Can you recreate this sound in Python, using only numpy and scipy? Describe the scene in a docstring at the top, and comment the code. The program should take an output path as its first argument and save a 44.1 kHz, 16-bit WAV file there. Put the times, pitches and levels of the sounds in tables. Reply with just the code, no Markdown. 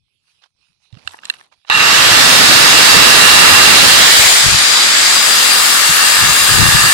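"""Outdoors, a hand-held reciprocating saw is gripped with rustles, bumps and clicks, then switched on near two microphones.
Filtered noise makes the rubbing hand and moving air; decaying modes of the plastic shell make the clicks ring.
The armature winds up: harmonics of its rotation whine, the plunger knocks on the shell, gears whir and fan air hisses.
Then the tool swings round to the left and a little away. The loudest peaks are clipped."""
import sys
import numpy as np
from scipy import signal
from scipy.io import wavfile
from scipy.ndimage import uniform_filter1d, map_coordinates

SR = 44100
rng = np.random.default_rng(int(sys.argv[2]) if len(sys.argv) > 2 else 0)


def amplitude_ratio(level_db):
    """Convert a level in decibels to the matching linear amplitude (field) ratio."""
    exponent = np.asarray(level_db, float) / 20
    return 10 ** exponent


def master(y):
    """Save y as 16-bit WAV."""
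    cut = np.clip(np.atleast_2d(y).T, -1, 1)
    pcm = np.round(cut * 32767)  # scale
    wavfile.write(sys.argv[1], SR, pcm.astype(np.int16))


N = 305613

PINION, WHEEL = 10, 92  # gear teeth: the wheel makes one stroke a turn
ON_S, FULL_TURNS_PER_S, SAG_TURNS_PER_S2 = 1.698, 399.07, 0.424  # the armature sags a little as it warms
# the tool swings from the right microphone to the left, and later rolls its vents back into view
SWING_S, SWING_LENGTH_S, ROLL_S, ROLL_LENGTH_S = 3.95, 0.595, 4.9, 0.5


def evened(x):
    """Normalization by mean power: each channel gets rms 1."""
    return x / np.sqrt(np.mean(x ** 2, -1, keepdims=True) + 1e-20)


def columns(rows):
    """Linear interpolation in time: table columns become one value a sample."""
    s, *values = np.transpose(rows)
    return [np.interp(np.arange(N) / SR, s, v) for v in values]


def placed(db, left_minus_right_db):
    """Powers of unrelated signals add: gains of two such channels whose mean has the level db."""
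    return 2 * amplitude_ratio(db) / np.sqrt(1 + amplitude_ratio([-left_minus_right_db, left_minus_right_db]) ** 2)


def wander(hz):
    """Low-passed white noise: a slow random curve of rms 1 for each channel."""
    low_pass = signal.butter(2, hz, fs=SR, output="sos")
    return evened(signal.sosfilt(low_pass, rng.standard_normal((2, N))))


def noise(colour, patchy_db):
    """Random short-time spectra with drifting patches, unrelated left and right, superpose to coloured noise."""
    hz = np.fft.rfftfreq(1024, 1 / SR)
    colour_hz, colour_db = np.transpose(colour)
    real, imaginary, patches = rng.standard_normal((N // 256 + 5, 513, 2, 3)).T
    patches = uniform_filter1d(patches, size=14, axis=1)  # along frequency
    patches = uniform_filter1d(patches, size=12, axis=2)  # along time
    shape_db = np.interp(np.log(hz + 1), np.log(colour_hz), colour_db)[:, None]
    shape_db = shape_db + patchy_db * patches / patches.std()
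    spectra = (real + 1j * imaginary) * amplitude_ratio(shape_db)
    return evened(signal.istft(spectra, nperseg=1024, noverlap=768)[1][:, :N])


def swells(s, length, db):
    """Powers of unrelated events add: the gain of summed flat-topped swells."""
    u = (np.arange(N) / SR - np.c_[s]) / np.c_[length]
    shape = np.clip(np.minimum(2.2 * u, 0.96 * (1.15 - u)), 0, 1)
    return np.sqrt((amplitude_ratio(np.c_[db]) ** 2 * shape ** 2).sum(0))


def ramp(s, length):
    """A squared-sine transition rises smoothly from 0 to 1."""
    return np.sin(np.pi / 2 * np.clip((np.arange(N) / SR - s) / length, 0, 1)) ** 2


def speed():
    """Exponential approach to full speed: armature turns per second."""
    # the two stages, quick and slow: missing_turns_per_s at the start, time_constant_s
    wind_up = [(211.5, .127), (133.2, .448)]
    t = np.maximum(np.arange(N) / SR - ON_S, 0)
    missing = sum(gap * np.exp(-t / lag_s) for gap, lag_s in wind_up)
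    return FULL_TURNS_PER_S - SAG_TURNS_PER_S2 * t - missing


def heard_db(levels_db, rule, start=SWING_S, length=SWING_LENGTH_S):
    """Level grows with the logarithm of motor speed and follows the swing of the tool.

    levels_db: left, right before, left, right after; rule: dB per octave of speed, dB at mid-swing, dB lost per s."""
    before, after = np.reshape(levels_db, (2, 2, 1))
    spin_db, sweep_db, fade_db_per_s = rule
    swing = ramp(start, length)
    since = np.maximum(np.arange(N) / SR - start - length, 0)
    moving = [4 * sweep_db * swing * (1 - swing), -fade_db_per_s * since]  # left, right
    return before + (after - before) * swing + moving + spin_db * np.log2(speed() / FULL_TURNS_PER_S)


def left_lag_ms():
    """Path difference sets arrival time: how much later the left microphone hears the tool."""
    before_ms, after_ms = 0.7535, -0.764
    return before_ms + (after_ms - before_ms) * ramp(SWING_S, SWING_LENGTH_S)


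def from_one_spot(pair):
    """Partial coherence: a share of the right channel reaches the left as well, after the path delay."""
    alike, lag_waver_ms = 0.28, 0.04  # the delay wavers with the hand's unsteadiness
    lag_ms = left_lag_ms() + lag_waver_ms * wander(1.03)[0]
    at = np.arange(N) - lag_ms * SR / 1000
    common = map_coordinates(pair[1], [at], order=3)
    return np.array([alike * common + np.sqrt(1 - alike ** 2) * pair[0], pair[1]])


def rustle():
    """Friction noise: light strokes mostly brush; firm ones add grainy rubbing of skin, duller at the right."""
    # strokes of hand and cloth: start_s, length_s, left_db, right_db
    strokes = [(-.2, 1, -79, -64), (0.197, 0.29, -61, -54), (0.413, 0.058, -76, -43),
               (0.533, 0.3, -78, -55.5), (0.786, 0.16, -76, -53), (0.887, 0.29, -62, -43.5),
               (1.034, 0.18, -42, -39), (1.185, 0.27, -43, -39), (1.443, 0.43, -71, -56),
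               (1.514, 0.038, -62, -43.5), (1.656, 0.16, -48, -28)]
    # spectrum of rubbing at each microphone: frequency_hz, density_db (per Hz)
    rub_left = [(200, -15), (1000, 2), (2500, -10), (5500, -11), (8000, -6), (11300, -7), (12500, -40)]
    rub_right = [(200, -34), (900, -0.5), (2200, -7), (4000, -3.5), (6000, -11), (9000, -33), (12500, -49)]
    # spectrum of brushing cloth: frequency_hz, density_db (per Hz)
    brush_colour = [(1500, -38), (2500, 2.5), (3200, 1.5), (4000, 2.5), (4800, 0.5), (7000, -14),
                    (11000, -10), (12500, -42)]
    firm_right_db, firm_growth, brush_db, brush_top_db = -42, 0.67, -2, -50
    s, length, *sides_db = np.transpose(strokes)
    rub = np.array([noise(rub_left, patchy_db=3.5)[0], noise(rub_right, patchy_db=2.5)[1]])
    grainy = evened(rub * amplitude_ratio(5.3 * wander(140)))
    # firmer strokes bring out more rubbing, while brushing stops growing at brush_top_db
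    firm_db = firm_growth * np.minimum(sides_db[1] - firm_right_db, 0)
    rub_gain = np.array([swells(s, length, db + firm_db) for db in sides_db])
    brush_gain = np.array([swells(s, length, np.minimum(db, brush_top_db) + brush_db) for db in sides_db])
    return rub_gain * grainy + brush_gain * noise(brush_colour, patchy_db=4.5)


def running():
    """Switching envelope: a short linear rise once the trigger closes."""
    return np.clip((np.arange(N) / SR - ON_S) / 0.0085, 0, 1)


def buffet():
    """Turbulent pressure is local: lumpy low noise, unrelated at the two ports; the gusts are deeper."""
    # spectra of steady buffeting and of gusts: frequency_hz, density_db (per Hz)
    steady_colour = [(25, -47), (75, -4.5), (120, -1), (220, 0.5), (400, -2), (800, -3.5), (1500, -49),
                     (3000, -98)]
    gust_colour = [(25, -19), (70, 6.5), (130, 8.5), (220, -4.5), (500, -11), (3000, -84)]
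    # gusts on the left port: start_s, length_s, level_db
    gust_times = [(3.507, 0.064, -15), (4.142, .16, -20.5), (4.416, 0.28, -17), (5.884, 0.048, -17),
                  (6.165, 0.2, -16), (6.396, 0.066, -19.5), (6.46, 0.38, -7), (6.851, 0.065, -18.5)]
    # low rumble while the hand shifts its grip: start_s, length_s, left_db, right_db
    grip = [(0.91, 0.2, -70, -48), (1.1, 0.44, -58, -59)]
    still_air_db = np.array([[-72], [-88]])  # left, right
    # the jet of cooling air leaves the right port from 3.82 s, over 0.45 s
    jet_db = heard_db((-26, -16, -35.5, -41), (9.5, 9.6, 0.8), start=3.82, length=0.45)
    s, length, left_db, right_db = np.transpose(grip)
    level = running() * amplitude_ratio(jet_db) + [swells(s, length, left_db), swells(s, length, right_db)]
    steady = level * evened(noise(steady_colour, patchy_db=1.4) * amplitude_ratio(1.3 * wander(12)))
    gusty = evened(noise(gust_colour, patchy_db=0.0) * amplitude_ratio(4.7 * wander(18.0)))[0]
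    still_air = amplitude_ratio(still_air_db) * noise(gust_colour, patchy_db=5.0)
    return steady + still_air + [swells(*np.transpose(gust_times)) * gusty, np.zeros(N)]


def thumps():
    """Damped oscillation: the hand bumps the body that holds the microphones, near the right one."""
    # bumps at the right microphone: start_s, level_db (before the soft onset), pitch_hz, t60_s
    bumps = [(0.926, -17, 113, 0.076), (0.968, -8.5, 152, 0.019), (1.049, -37, 89.5, 0.24)]
    out, t = np.zeros((2, N)), np.arange(6000) / SR
    for s, db, hz, t60 in bumps:
        onset = (1 - np.exp(-t / 0.0042)) ** 2
        bump = onset * amplitude_ratio(db - 60 * t / t60) * np.sin(2 * np.pi * hz * t)
        out[:, round(s * SR):][:, :len(t)] += amplitude_ratio([[-26], [0]]) * bump
    return out


def housing(tilt_db, scatter, focus_db=(0, 0)):
    """Modal superposition: the plastic shell rings, and each microphone hears its modes in other phases.

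    tilt_db and focus_db (left, right) count per octave from the mode at 1755 Hz."""
    # modes of the shell: pitch_hz, level_db (before tilt and focus), t60_s
    shell_modes = [(535, -19.5, 0.012), (854, -10, .017), (1205, -4, 0.016), (1632, -3.5, 0.015),
                   (1755, -2.5, 0.02), (1940, -9, 0.025), (2760, -1.5, 0.024), (3720, -6, .012),
                   (4100, -8, 0.01), (4970, -3.5, 0.002), (6700, -19.5, 0.003), (7800, -15, 0.0026)]
    hz, db, t60 = np.transpose(shell_modes)[:, :, None]
    t = np.arange(3000) / SR
    phase = scatter * rng.uniform(-np.pi, np.pi, (2, len(shell_modes), 1))
    octaves = np.log2(hz / 1755)
    mode_db = db + tilt_db * octaves + np.reshape(focus_db, (2, 1, 1)) * abs(octaves)
    modes = amplitude_ratio(mode_db - 60 * t / t60) * np.sin(2 * np.pi * hz * t + phase)
    modes[:, ::2] *= -1  # neighbours in opposite phase fill the valleys between them
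    return modes.sum(1) * np.minimum(t / 0.00085, 1)


def clicks():
    """Impulsive excitation: milliseconds of snapping ring the housing; near walls add a short tail."""
    # clicks of catch and trigger: start_s, level_db (of the peaks, relative), left_minus_right_db,
    # tilt_db (brightness per octave)
    snaps = [(0.926, -31, -13, 14), (0.971, -31, -11, 4), (1.075, -2, -11, 6), (1.143, -19, 1, -17),
             (1.188, -23, -6, -2), (1.233, -20, -10, 1), (1.253, -11.5, -4, 16.5), (1.299, 4.5, -9, 9),
             (1.338, -21, -3, 7), (1.41, -25, -3, -4), (1.522, -35, -14, -6), (1.648, -33, -8, -3),
             (1.699, 9.5, -8, 1)]
    out, t = np.zeros((2, N)), np.arange(3000) / SR
    for s, db, left_minus_right_db, tilt_db in snaps:
        snap = rng.standard_normal(300) * np.exp(-t[:300] / 0.0018)
        body = housing(tilt_db, scatter=0.81)
        body *= np.exp(-t / 0.005)  # the gripping hand damps the shell
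        body[:, :5] += amplitude_ratio(-20.0 + 0.87 * tilt_db)  # the dry crack, heard directly
        ring = signal.fftconvolve(body, snap[None], axes=1)[:, :len(t)]
        ring /= abs(ring).max(1, keepdims=True)
        out[:, round(s * SR):][:, :len(t)] += ring * placed(db - 7.5, left_minus_right_db)[:, None]
    tail = rng.standard_normal((2, 6000)) * amplitude_ratio(-60 * np.arange(6000) / SR / 0.039)  # t60 39 ms
    return out + amplitude_ratio(-41.5) * signal.oaconvolve(out, tail, axes=1)[:, :N]


def shaft_turns():
    """Phase is the integral of speed: turns of the slightly unsteady armature so far."""
    return np.cumsum(speed() * (1 + 0.000609 * wander(12.0)[0])) / SR


def whine(turns):
    """Harmonics of rotation: commutator and gear-mesh tones waver and throb; the stroke hums below."""
    # whine tones: order (multiple of shaft speed), left_db, right_db (relative),
    # share (of the level that follows octave_db), throb (depth, twice a stroke)
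    partials = [(10, -6, -9, .4, .8), (12, 0, 0, 0, .1), (23, -14, -28, .7, .1), (24, -3, -22, 1, .1),
                (36, -22, -29, .6, .1)]
    # hum tones: order (multiple of the stroke rate), level_db (mean of the wavering level)
    hum = [(3, -54), (5, -48), (6, -47), (7, -49), (8, -48)]
    # brief swells and fades as the tool shifts: start_s, length_s, left_db, right_db, octave_db
    fades = [(2.65, 0.48, -10, 17, -8), (4.293, 0.27, -10, -4, -13), (4.55, 0.57, 4, 2, -18),
             (4.82, 0.22, -14, 2, -2), (4.99, 0.48, 2.8, 2, -18), (5.6, 0.4, -9, -9, -4),
             (6.17, 0.2, -5, -10, -2), (6.3, 0.34, -15, 3, 1), (6.6, .5, -8, 3, 1)]
    s, length, *depths_db = np.transpose(fades)
    arch = np.sin(np.pi * np.clip((np.arange(N) / SR - np.c_[s]) / np.c_[length], 0, 1))
    left_db, right_db, octave_db = np.array(depths_db) @ arch
    # the rising whine swells as it crosses the shell's modes
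    shell_hz, shell_width_hz, shell_db = 2550, 700, (17, 25)  # shell_db: left, right
    crossing = 1 / (1 + (2 * (12 * speed() - shell_hz) / shell_width_hz) ** 2)
    sides_db = heard_db((-24, -30, -21, -24), (12, 1.5, 0.1)) + [left_db, right_db] + np.outer(shell_db, crossing)
    octave_db = octave_db - 19 + 18 * np.log2(speed() / FULL_TURNS_PER_S)  # 18 dB per octave of speed
    mesh_near_db = 7 * (1 - ramp(SWING_S, SWING_LENGTH_S))  # the gear mesh is more exposed before the swing
    strokes = turns * PINION / WHEEL
    out = np.zeros((2, N))
    for order, left_rel_db, right_rel_db, share, throb in partials:
        db = (1 - share) * sides_db + share * octave_db + np.array([[left_rel_db], [right_rel_db]])
        db = db + (order == PINION) * mesh_near_db
        drift = 0.5 * wander(5)  # radians; the paths to the two microphones change by centimetres
        tone = np.sqrt(2) * np.sin(2 * np.pi * round(order) * turns + drift)
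        out += amplitude_ratio(db + 3 * wander(18)) * (1 + throb * np.cos(4 * np.pi * strokes)) * tone
    for order, db in hum:
        out += amplitude_ratio(db + 3 * wander(5)) * np.sqrt(2) * np.sin(2 * np.pi * order * strokes)
    return out


def knocks(turns):
    """Periodic impacts drive a resonator: the plunger strikes at both stroke ends, over rattle and a steady grind."""
    # level of the knocking, joined by straight lines: time_s, level_db, left_minus_right_db
    knock_levels = [(1.7, -11.5, -3.5), (2.35, -17, -14), (3.47, -9, -21), (4.4, -26, 5),
                    (4.95, -28.5, 3.5), (5.35, -21.5, -1), (6.46, -18, -5.5), (6.93, -16, -7)]
    strokes = turns * PINION / WHEEL
    late = strokes + 0.0025 * wander(30)[0]
    slap = np.exp(-(2 * late % 1) / 0.03) * (1 + 0.087 * np.cos(2 * np.pi * late))
    slap *= amplitude_ratio(2.5 * wander(40.6)[0])
    rattle = (1.35 + slap) * rng.standard_normal(N)
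    stroke_ends = np.diff(np.floor(2 * strokes), prepend=0)
    strikes = 17 * (speed() / FULL_TURNS_PER_S) ** 2 * stroke_ends * amplitude_ratio(3 * wander(3)[0])
    shared = rattle + strikes
    at, lag = np.arange(N), left_lag_ms() * SR / 1000
    drive = np.array([np.interp(at - lag, at, shared), shared])
    facing_shell = housing(tilt_db=0, scatter=0.1)
    turned_shell = housing(tilt_db=-4.1, scatter=0.13, focus_db=(1.5, -8))
    facing = signal.oaconvolve(drive, facing_shell, axes=1)[:, :N]
    turned = signal.oaconvolve(drive, turned_shell, axes=1)[:, :N]
    away = ramp(SWING_S, SWING_LENGTH_S)
    rung = (1 - away) * evened(facing) + away * evened(turned)
    return placed(*columns(knock_levels)) * evened(rung)


def whir(turns):
    """Amplitude-modulated noise: gear teeth whir with the load of the stroke."""
    # spectrum of the whir: frequency_hz, density_db (per Hz)
    whir_colour = [(120, -60), (400, -13.5), (1000, -6.5), (1900, -2.5), (2400, -4.5), (2750, -8),
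                   (3150, -3.5), (3750, -3.5), (4900, -3.5), (6000, -10.5), (7500, -13), (10000, -61),
                   (15500, -78)]
    load = np.cos(8 * np.pi * turns * PINION / WHEEL)
    level = amplitude_ratio(heard_db((-7, -3.5, -10, -8.5), (7.4, 1.25, 1.7)))
    out = level * (1 + 0.038 * load) * from_one_spot(noise(whir_colour, patchy_db=1.1))
    # once the tool is away the right microphone loses part of the low whir
    thin_hz, thin_db = 1450, -5
    low = signal.sosfiltfilt(signal.butter(2, thin_hz, fs=SR, output="sos"), out[1])
    out[1] -= (1 - amplitude_ratio(thin_db * ramp(SWING_S, SWING_LENGTH_S))) * low
    return out


def hiss():
    """Broadband friction and flow noise: brushes and fan hiss, shadowed at high frequencies by the body."""
    # spectrum of the hiss: frequency_hz, density_db (per Hz)
    hiss_colour = [(4000, -33), (6000, 0.5), (7600, 7.5), (9000, 2.5), (11300, 1), (12500, -6.5),
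                   (14000, -3), (15600, -5.5)]
    air = from_one_spot(noise(hiss_colour, patchy_db=1.9))
    # between swing and roll the body hides the vents and dulls the hiss
    shade_hz, shade_db = 9870, -7
    hidden = ramp(SWING_S, SWING_LENGTH_S) - ramp(ROLL_S, ROLL_LENGTH_S)
    top = signal.sosfiltfilt(signal.butter(4, shade_hz, "high", fs=SR, output="sos"), air)
    shaded = air - (1 - amplitude_ratio(shade_db * hidden)) * top
    return amplitude_ratio(heard_db((-12.5, -13.5, -10, -75), (9.8, 6.2, 7.6))) * shaded


def scene():
    """Superposition of the saw, the air it blows and the hand that holds it."""
    hand = rustle() + thumps() + clicks()
    turns = shaft_turns()
    saw = whine(turns) + knocks(turns) + whir(turns) + hiss()
    return hand + buffet() + running() * saw


def roll_off(x):
    """The treble ends steeply here."""
    return signal.sosfilt(signal.butter(12, 15630, fs=SR, output="sos"), x)


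def record(dry):
    """Saturation: the overloaded converter clips hard just below full scale."""
    mix = np.clip(dry, -0.98, 0.98)
    return roll_off(mix)


dry = scene()
out = record(dry)
master(out)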